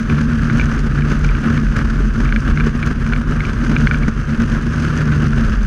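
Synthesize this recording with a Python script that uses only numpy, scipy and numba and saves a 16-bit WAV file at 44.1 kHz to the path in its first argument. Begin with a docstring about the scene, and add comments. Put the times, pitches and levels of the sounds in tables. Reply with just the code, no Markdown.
"""Snowmobile over lake ice

A fast run on snow-covered ice, heard from a cased camera low on the sled's side. The twin-cylinder
engine drones under buffeting wind and beats against the track in the hood. Air rushes and rings in
the case, the skis kick up hissing snow and thud into drifts, ice ticks on the shell, and the mount
clacks over the rough stretches."""
import sys
import numpy as np
from scipy import signal
from scipy.fft import rfft, irfft, next_fast_len
from scipy.io import wavfile
from scipy.ndimage import uniform_filter1d
from numba import njit

SR = 44100
rng = np.random.default_rng(int(sys.argv[2]) if len(sys.argv) > 2 else 0)


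def pcm_store(signal):
    """Save signal as 16-bit PCM."""
    levels = np.round(np.clip(np.atleast_2d(signal), -1, 1) * 32767)
    wavfile.write(sys.argv[1], SR, levels.astype(np.int16).T)


N = 249606
TIME = np.arange(N) / SR

# engine speed: time_s, firing_hz
ENGINE_SPEED = [(0.0, 146.4), (0.4, 152.8), (0.85, 144.9), (1.25, 147), (1.53, 149.7), (1.8, 143.3),
                (2.05, 145), (2.3, 141.9), (2.66, 151.1), (2.86, 151.5), (3.1, 147.6), (3.25, 153.4),
                (3.44, 149.1), (3.7, 151.4), (4.15, 147.4), (4.9, 152.3), (5.2, 148.4), (5.66, 134.7)]
# fader ride on the engine drone: time_s, level_db
DRONE_LEVEL = [(0.0, -30), (0.14, -14), (0.32, -25), (0.6, -19.5), (0.88, -22.5), (1.06, -18.8),
               (1.3, -24.5), (1.52, -18.5), (1.85, -22), (2.25, -28.5), (2.62, -20), (2.76, -26),
               (3.15, -25.5), (3.85, -18), (4.15, -25), (4.85, -17), (5.22, -17.5), (5.66, -35)]
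# the drone's harmonics: crank_multiple, level_db
DRONE_ORDERS = [(1, -5), (2, 0.5), (3, -17.5), (4, -28.5), (5, -30), (6, -24.5)]
# how hard the hood shakes: time_s, level_db
HOOD_LEVEL = [(0.0, -20), (0.4, -17.5), (0.85, -25), (1.15, -20.5), (1.3, -31), (1.52, -15), (1.75, -23.5),
              (2.2, -21), (3.0, -21.5), (3.55, -26), (3.74, -15.5), (4.22, -26.5), (4.4, -18.5),
              (4.65, -24), (5.4, -19.5), (5.66, -27.0)]
# how far the track's lug rate runs above the third engine order: time_s, lead_hz
LUG_LEAD = [(0.0, 8.53), (0.4, 9.61), (0.75, 5.7), (1.3, 9.46), (1.75, 6.12), (2.05, 7.3), (2.5, 6.01),
            (2.8, 8.9), (3.3, 10.68), (3.7, 8.0), (4.0, 11.44), (4.35, 8.67), (5.05, 7.12), (5.3, 10.18),
            (5.66, 6.98)]
# the hood's broad resonance: frequency_hz, gain_db
HOOD_EQ = [(130, -48.5), (185, -16.5), (208, -2), (222, 2.5), (240, 0.5), (265, -9), (310, -34), (600, -55)]
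# wind pressure on the case: time_s, level_db
BUFFET_LEVEL = [(0.0, -24), (0.4, -20), (0.85, -15), (1.05, -20), (1.28, -11), (1.47, -28), (1.6, -15.5),
                (2.3, -13.5), (2.95, -21), (3.15, -17.5), (3.6, -19.6), (4.05, -14.5), (4.28, -25),
                (4.5, -17), (4.8, -25.5), (5.25, -22.5), (5.52, -14), (5.66, -15)]
# deep rumble of the rocking case: frequency_hz, gain_db
BUFFET_EQ = [(12, -44), (25, 0.5), (36, 4.5), (43, 15), (51, 5), (62, -1), (90, -8.5), (200, -55)]
# the skis plough through loose snow: centre_s, length_s, rush_db, spray_db
SNOW_PUFFS = [(0.117, 0.031, -26, -39), (0.182, 0.054, -28.5, -39), (0.434, 0.056, -29.5, -53),
              (0.571, 0.17, -27, -37), (0.709, .04, -25.5, -38), (0.793, 0.025, -30.5, -33),
              (0.994, 0.11, -29.5, -56), (1.117, 0.051, -22.5, -32), (1.25, 0.057, -34.5, -36),
              (1.52, 0.1, -23.5, -38), (1.784, 0.042, -21, -34), (2.064, 0.031, -38, -35),
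              (2.207, 0.067, -32.5, -38), (2.489, 0.038, -24.5, -41), (2.673, 0.056, -27, -42),
              (2.872, 0.023, -25.5, -35), (3.074, 0.13, -30.5, -47), (3.324, 0.02, -22, -41),
              (3.643, .05, -26.5, -37), (3.753, 0.15, -32, -50), (3.835, 0.095, -30, -36.5),
              (4.41, 0.044, -29, -39), (4.523, .06, -27, -36), (4.82, 0.17, -28.5, -33),
              (4.985, 0.11, -26.5, -37.5), (5.118, 0.037, -27, -41), (5.221, 0.069, -26, -36),
              (5.405, 0.049, -25, -37), (5.506, 0.12, -29, -41.5)]
# low flapping of the eddies: frequency_hz, gain_db
EDDY_EQ = [(30, -31), (70, -3.5), (125, 3.5), (175, -3.5), (280, -8), (340, -11.5), (430, -18), (560, -20),
           (800, -28), (1300, -19), (3000, -48)]
# hollow ring of the case's cavity: frequency_hz, gain_db
CASE_EQ = [(400, -3), (800, -35.5), (1000, -13), (1200, -3.5), (1530, 2), (1720, -1.5), (1900, -9.5),
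           (2300, -13), (2660, -14.5), (2820, -15.5), (3500, -22), (5000, -29.5), (9000, -43)]
# hiss of flying snow: frequency_hz, gain_db
SPRAY_EQ = [(1500, 0.5), (2900, 7.5), (3700, -4.5), (4300, 0), (4900, 3.5), (5600, 0), (6250, 5),
            (7000, -6.5), (8000, -11.5), (9600, -12.5), (11200, -25), (12800, -29), (14500, -44),
            (16000, -49.5)]
# sheen of the gliding skis: frequency_hz, gain_db
GLIDE_EQ = [(1500, -15), (4000, -8.5), (6200, 0.5), (7500, -13), (9600, -8), (11000, -31), (12800, -29.5),
            (14000, -39)]
# the mount knocks in its play: start_s, peak_db, upper_modes_db
MOUNT_KNOCKS = [(0.0983, -14.5, 8), (0.4987, -7.5, -13), (0.597, -7.5, -5.5), (0.612, -13, 2),
                (1.021, -16.5, -5), (1.2458, -14.5, -4), (1.2893, -16.5, 5), (1.3507, -13.5, -8),
                (1.5769, -15.5, -2), (1.7954, -18, -3), (2.203, -18, -15), (2.2559, -19, 10),
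                (2.2909, -20.5, 6), (2.3243, -6.5, -9), (2.3612, -8, -5.5), (2.5737, -9.5, -9.5),
                (2.5999, -13, -4), (2.6066, -9.5, -8), (2.8277, -10, -5), (2.8347, -15.5, 2),
                (3.0637, -15.5, -11), (3.1343, -8.5, -4.5), (3.1615, -15, -8), (3.4049, -12.5, 3),
                (3.451, -16, 9), (3.7644, -4.5, -5.5), (3.871, -1.5, -7.5), (3.9113, -3.5, -13.5),
                (3.9447, -9, -9), (4.033, -18, 9)]
# the mount's ringing modes: pitch_hz, level_db, t60_s
MOUNT_RING = [(1550, -2.5, 0.013), (2265, 1.5, 0.012), (2330, -13, 0.03), (2890, -15, 0.015),
              (3510, -13.5, 0.0081), (4100, -15, 0.0083)]
# the skis hit drifts: start_s, level_db
DRIFT_HITS = [(0.866, -15), (1.114, -13), (1.241, -14), (1.478, -20), (1.763, -23), (2.004, -19),
              (2.203, -14.5), (2.67, -9), (2.751, -17.5), (2.91, -17.5), (3.533, -16.5), (3.695, -12.5),
              (3.715, -10.5), (4.072, -20.5), (4.082, -8.5), (5.106, -25)]
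# dull body of a ski slap: frequency_hz, gain_db
THUD_EQ = [(40, -31), (120, -4.5), (240, 5.5), (420, -0.5), (650, -17.5), (1200, -7), (2500, -20.5),
           (8000, -54)]
# chips of ice strike the case: start_s, level_db
CHIP_HITS = [(1.1927, -30), (1.3574, -39), (2.1375, -34), (2.4044, -31), (2.6654, -29), (2.7769, -34),
             (2.8634, -29), (2.9088, -33), (3.0644, -32), (3.178, -33), (3.3109, -30), (3.5324, -33),
             (3.9853, -29), (4.483, -34)]
# the hiss ducks briefly, deepest after a hard jolt: centre_s, length_s, depth_db
LEVEL_DIPS = [(0.04, 0.08, 0.5), (0.26, 0.022, 4), (0.92, 0.049, 2), (1.32, 0.076, 0), (1.668, 0.039, 1.5),
              (2.116, 0.051, 3), (2.728, 0.025, 6), (2.95, 0.051, 2.5), (3.244, 0.042, 4), (4.128, .05, 4),
              (4.246, .06, 3), (4.61, 0.035, 3), (5.591, 0.033, 4)]


def undb(db):
    """Decibels to gain."""
    return 10 ** (np.asarray(db) / 20)


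def unit(x):
    """Scale to an rms of one."""
    return x / np.sqrt(np.mean(x ** 2))


def curve(table):
    """An automation lane: straight lines between (time_s, value) points."""
    return np.interp(TIME, *np.transpose(table))


def bell(centre_s, length_s):
    """A smooth swell of height one."""
    return np.exp(-np.minimum(2 * ((TIME - centre_s) / length_s) ** 2, 20))


def colour(x, eq):
    """EQ through (frequency_hz, gain_db) points, rolling off above the last; rms one."""
    hz, db = np.transpose(eq)
    bins = np.maximum(np.arange(N // 2 + 1) * SR / N, 1)
    gain = undb(np.interp(np.log(bins), np.log(hz), db)) * np.minimum(hz[-1] / bins, 1) ** 2
    return unit(irfft(rfft(x) * gain, N))


def walk(rate_hz):
    """A smooth random modulator of rms one, changing about rate_hz times a second."""
    size = next_fast_len(N, True)
    bins = np.arange(size // 2 + 1) * SR / size
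    return unit(irfft(rfft(rng.standard_normal(size)) * np.exp(-(bins / rate_hz) ** 2), size)[:N])


def steady(x, window_s):
    """Level out the slow swells of a noise, so that its drive sets the loudness."""
    size = max(int(window_s * SR), 2)
    return x / np.sqrt(uniform_filter1d(uniform_filter1d(x ** 2, size), size) + 1e-9)


def add(track, start_s, sound):
    """Drop a one-shot onto a track."""
    start = max(int(start_s * SR), 0)
    track[start:start + len(sound)] += sound[:N - start]


def engine(flutter=0.0052, waver_db=0.6, sway_db=1.63, gain_db=-1):
    """Drone and crank angle: two firings a turn, odd orders from unequal cylinders, wavering in wind."""
    crank_hz = curve(ENGINE_SPEED) / 2 * (1 + flutter * walk(22.2))
    crank = 2 * np.pi * np.cumsum(crank_hz) / SR
    drone = sum(undb(db + waver_db * walk(5.6)) * np.sin(order * crank + rng.uniform(0, 2 * np.pi))
                for order, db in DRONE_ORDERS)
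    return np.sqrt(2) * drone * undb(curve(DRONE_LEVEL) + gain_db + sway_db * walk(3.4)), crank


def hood(crank, order_db=-4.0, lug_db=-5.5, shake_db=-5.0, lag_rad=0.32, sway_db=0.95):
    """The third engine order and the track lugs drive the hood's resonance; their beat makes it throb."""
    angle = 3 * crank + 0.6 * walk(9)  # the flexing hood lags its drive by a wandering angle
    beat = 2 * np.pi * np.cumsum(curve(LUG_LEAD)) / SR
    third_order = undb(order_db) * np.sin(angle)
    lugs = undb(lug_db) * np.sin(angle + beat + lag_rad * walk(36))
    shake = undb(shake_db) * steady(colour(rng.standard_normal(N), HOOD_EQ), window_s=0.072)
    return (np.sqrt(2) * (third_order + lugs) + shake) * undb(curve(HOOD_LEVEL) + sway_db * walk(11))


def wind_buffet(flutter_db=1.06):
    """The low end: wind pressure rocks the case in uneven shoves."""
    rumble = steady(colour(rng.standard_normal(N), BUFFET_EQ), window_s=0.12)
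    return rumble * undb(curve(BUFFET_LEVEL) + flutter_db * walk(17))


def slipstream(rush_bed_db=-28.5, spray_bed_db=-40, wander_hz=14):
    """Fader rides in dB for air rush and snow spray: a restless bed, swelling with each puff."""
    rush = undb(rush_bed_db + walk(wander_hz))
    spray = undb(spray_bed_db + 1.6 * walk(wander_hz))
    for centre_s, length_s, rush_db, spray_db in SNOW_PUFFS:
        swell = bell(centre_s, length_s)
        rush = np.hypot(rush, undb(rush_db) * swell)
        spray = np.hypot(spray, undb(spray_db) * swell)
    return 20 * np.log10(rush), 20 * np.log10(spray)


def airflow(rush_db, gust, crank, eddy_db=-21.5, eddy_follow=0.91, case_db=-1.5, throb=0.12):
    """Eddies tear off the case: a low flapping, and short bursts that ring its cavity near 1.5 kHz."""
    eddies = colour(rng.standard_normal(N) * undb(1.5 * gust), EDDY_EQ)
    flapping = eddies * undb(eddy_db + eddy_follow * (rush_db - rush_db.mean()))
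    bursts = undb(2 * gust + 2 * walk(270)) * (1 + throb * np.cos(2 * crank))
    cavity = steady(colour(rng.standard_normal(N) * bursts, CASE_EQ), window_s=0.21)
    return flapping + cavity * undb(rush_db + case_db)


def snow_spray(spray_db, gust, gain_db=-5.0, gust_db=1.36, burst_db=4.0,
               grains_per_s=700, scatter_db=3.5, grain_s=0.00024, grain_db=-3, glide_db=-55):
    """Powder hisses past in puffs, coarser grains tick on the case, and the skis glide underneath."""
    sizes = undb(scatter_db * np.minimum(rng.exponential(size=N), 6))
    strikes = (rng.random(N) < grains_per_s / SR) * sizes
    ticks = signal.lfilter([1], [1, -np.exp(-1 / (grain_s * SR))], strikes) * rng.standard_normal(N)
    powder = rng.standard_normal(N) * undb(burst_db * walk(280))
    snow = (unit(powder) + undb(grain_db) * unit(ticks)) * undb(gust_db * gust)
    glide = colour(rng.standard_normal(N) * undb(1.3 * walk(200)), GLIDE_EQ)
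    return colour(snow, SPRAY_EQ) * undb(spray_db + gain_db) + glide * undb(glide_db)


def ice_crystals(count=260, level_db=-47, scatter_db=3, low_hz=2600, high_hz=10000, ring_s=0.00054):
    """Lone crystals ping off the case, each at its own pitch; the small, high ones are fainter."""
    out, t = np.zeros(N), np.arange(SR // 150) / SR
    for when, pitch, size in rng.random((count, 3)):
        hz = low_hz * (high_hz / low_hz) ** pitch
        tilt_db = -6 * np.log2(hz / high_hz)
        db = level_db + tilt_db + scatter_db * min(-np.log(1 - size), 4)
        envelope = (1 - np.exp(-t * hz)) * np.exp(-t / ring_s)
        add(out, when * N / SR, undb(db) * np.sin(2 * np.pi * hz * t) * envelope)
    return out


def mount_clacks(bright_db=1, contact_s=0.00048, rebound=0.2, rebound_s=0.0043):
    """Each knock swells while the plastic gives, rings the mount briefly and rebounds once."""
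    out, t = np.zeros(N), np.arange(SR // 25) / SR
    hz, mode_db, t60_s = np.transpose(MOUNT_RING)[:, :, None]
    envelopes = (1 - np.exp(-t / contact_s)) ** 2 * np.exp(-np.log(1000) * t / t60_s)
    for start_s, peak_db, upper_db in MOUNT_KNOCKS:
        gains = undb(mode_db + (hz > hz[0]) * (upper_db + bright_db))
        # the point of contact shifts, and with it each mode's pitch and phase
        detune, phase = rng.standard_normal((2, len(hz), 1))
        angle = 2 * np.pi * (hz * (1 + 0.025 * detune) * t + phase)
        ring = np.sum(gains * envelopes * np.sin(angle), axis=0)
        knock = ring / np.abs(ring).max() * undb(peak_db)
        add(out, start_s, knock)
        add(out, start_s + rebound_s, rebound * knock)
    return out


def ski_bumps(rise_s=0.0047, slap_db=-7.0, snow_db=-17, chassis_hz=215, ring_s=0.015, ring_db=3):
    """A ski slaps a drift: a dull thud and a puff of snow, while the chassis rings for a few cycles."""
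    force, ring, t = np.zeros(N), np.zeros(N), np.arange(SR // 8) / SR
    slap = t / rise_s * np.exp(1 - t / rise_s)
    chassis = np.sin(2 * np.pi * chassis_hz * t) * np.exp(-t / ring_s)
    for start_s, db in DRIFT_HITS:
        add(force, start_s - rise_s / 2, undb(db + slap_db) * slap)
        add(ring, start_s, undb(db + ring_db) * chassis)
    thud = colour(rng.standard_normal(N), THUD_EQ)
    snow = undb(snow_db) * colour(rng.standard_normal(N), SPRAY_EQ)
    return ring + force * (thud + snow)


def ice_chips(gain_db=-4, decay_s=0.0014):
    """A chip of ice cracks on the case: a bright tick of a millisecond or two."""
    force, t = np.zeros(N), np.arange(SR // 50) / SR
    for start_s, db in CHIP_HITS:
        add(force, start_s, undb(db + gain_db) * np.exp(-t / decay_s))
    tick_eq = [(1500, -24), (3500, -4), (6200, 7), (9600, -13), (13000, -20), (15000, -29)]
    return force * colour(rng.standard_normal(N), tick_eq)


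def scene(low_dip_share=0.33):
    """A dry mono mix, as open ice gives no echo: hits over a bed whose lows duck less than its hiss."""
    rush_db, spray_db = slipstream()
    drone, crank = engine()
    gust = walk(63)  # one turbulence flutters the air and the snow together
    lows = drone + hood(crank) + wind_buffet()
    hiss = airflow(rush_db, gust, crank) + snow_spray(spray_db, gust) + ice_crystals()
    dip_db = -sum(depth_db * bell(centre_s, length_s) for centre_s, length_s, depth_db in LEVEL_DIPS)
    bed = lows * undb(low_dip_share * dip_db) + hiss * undb(dip_db)
    return (bed + mount_clacks() + ski_bumps() + ice_chips())[None, :]


@njit
def peak_hold(x, keep):
    """Peak follower: instant attack, then a release by the factor keep every sample."""
    out, held = np.empty(len(x)), 0.
    for i in range(len(x)):
        held = max(abs(x[i]), held * keep)
        out[i] = held
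    return out


def record(dry, limit_db=-3.5, release_s=0.13, top_hz=15300):
    """The camera's limiter holds down the highest peaks and recovers; a steep low-pass cuts the top."""
    peak = uniform_filter1d(peak_hold(dry[0], np.exp(-1 / (release_s * SR))), size=64)
    limited = dry / np.maximum(peak / undb(limit_db), 1)
    return signal.sosfilt(signal.ellip(8, 0.2, 70, top_hz, fs=SR, output="sos"), limited)


dry = scene()
out = record(dry)
pcm_store(out)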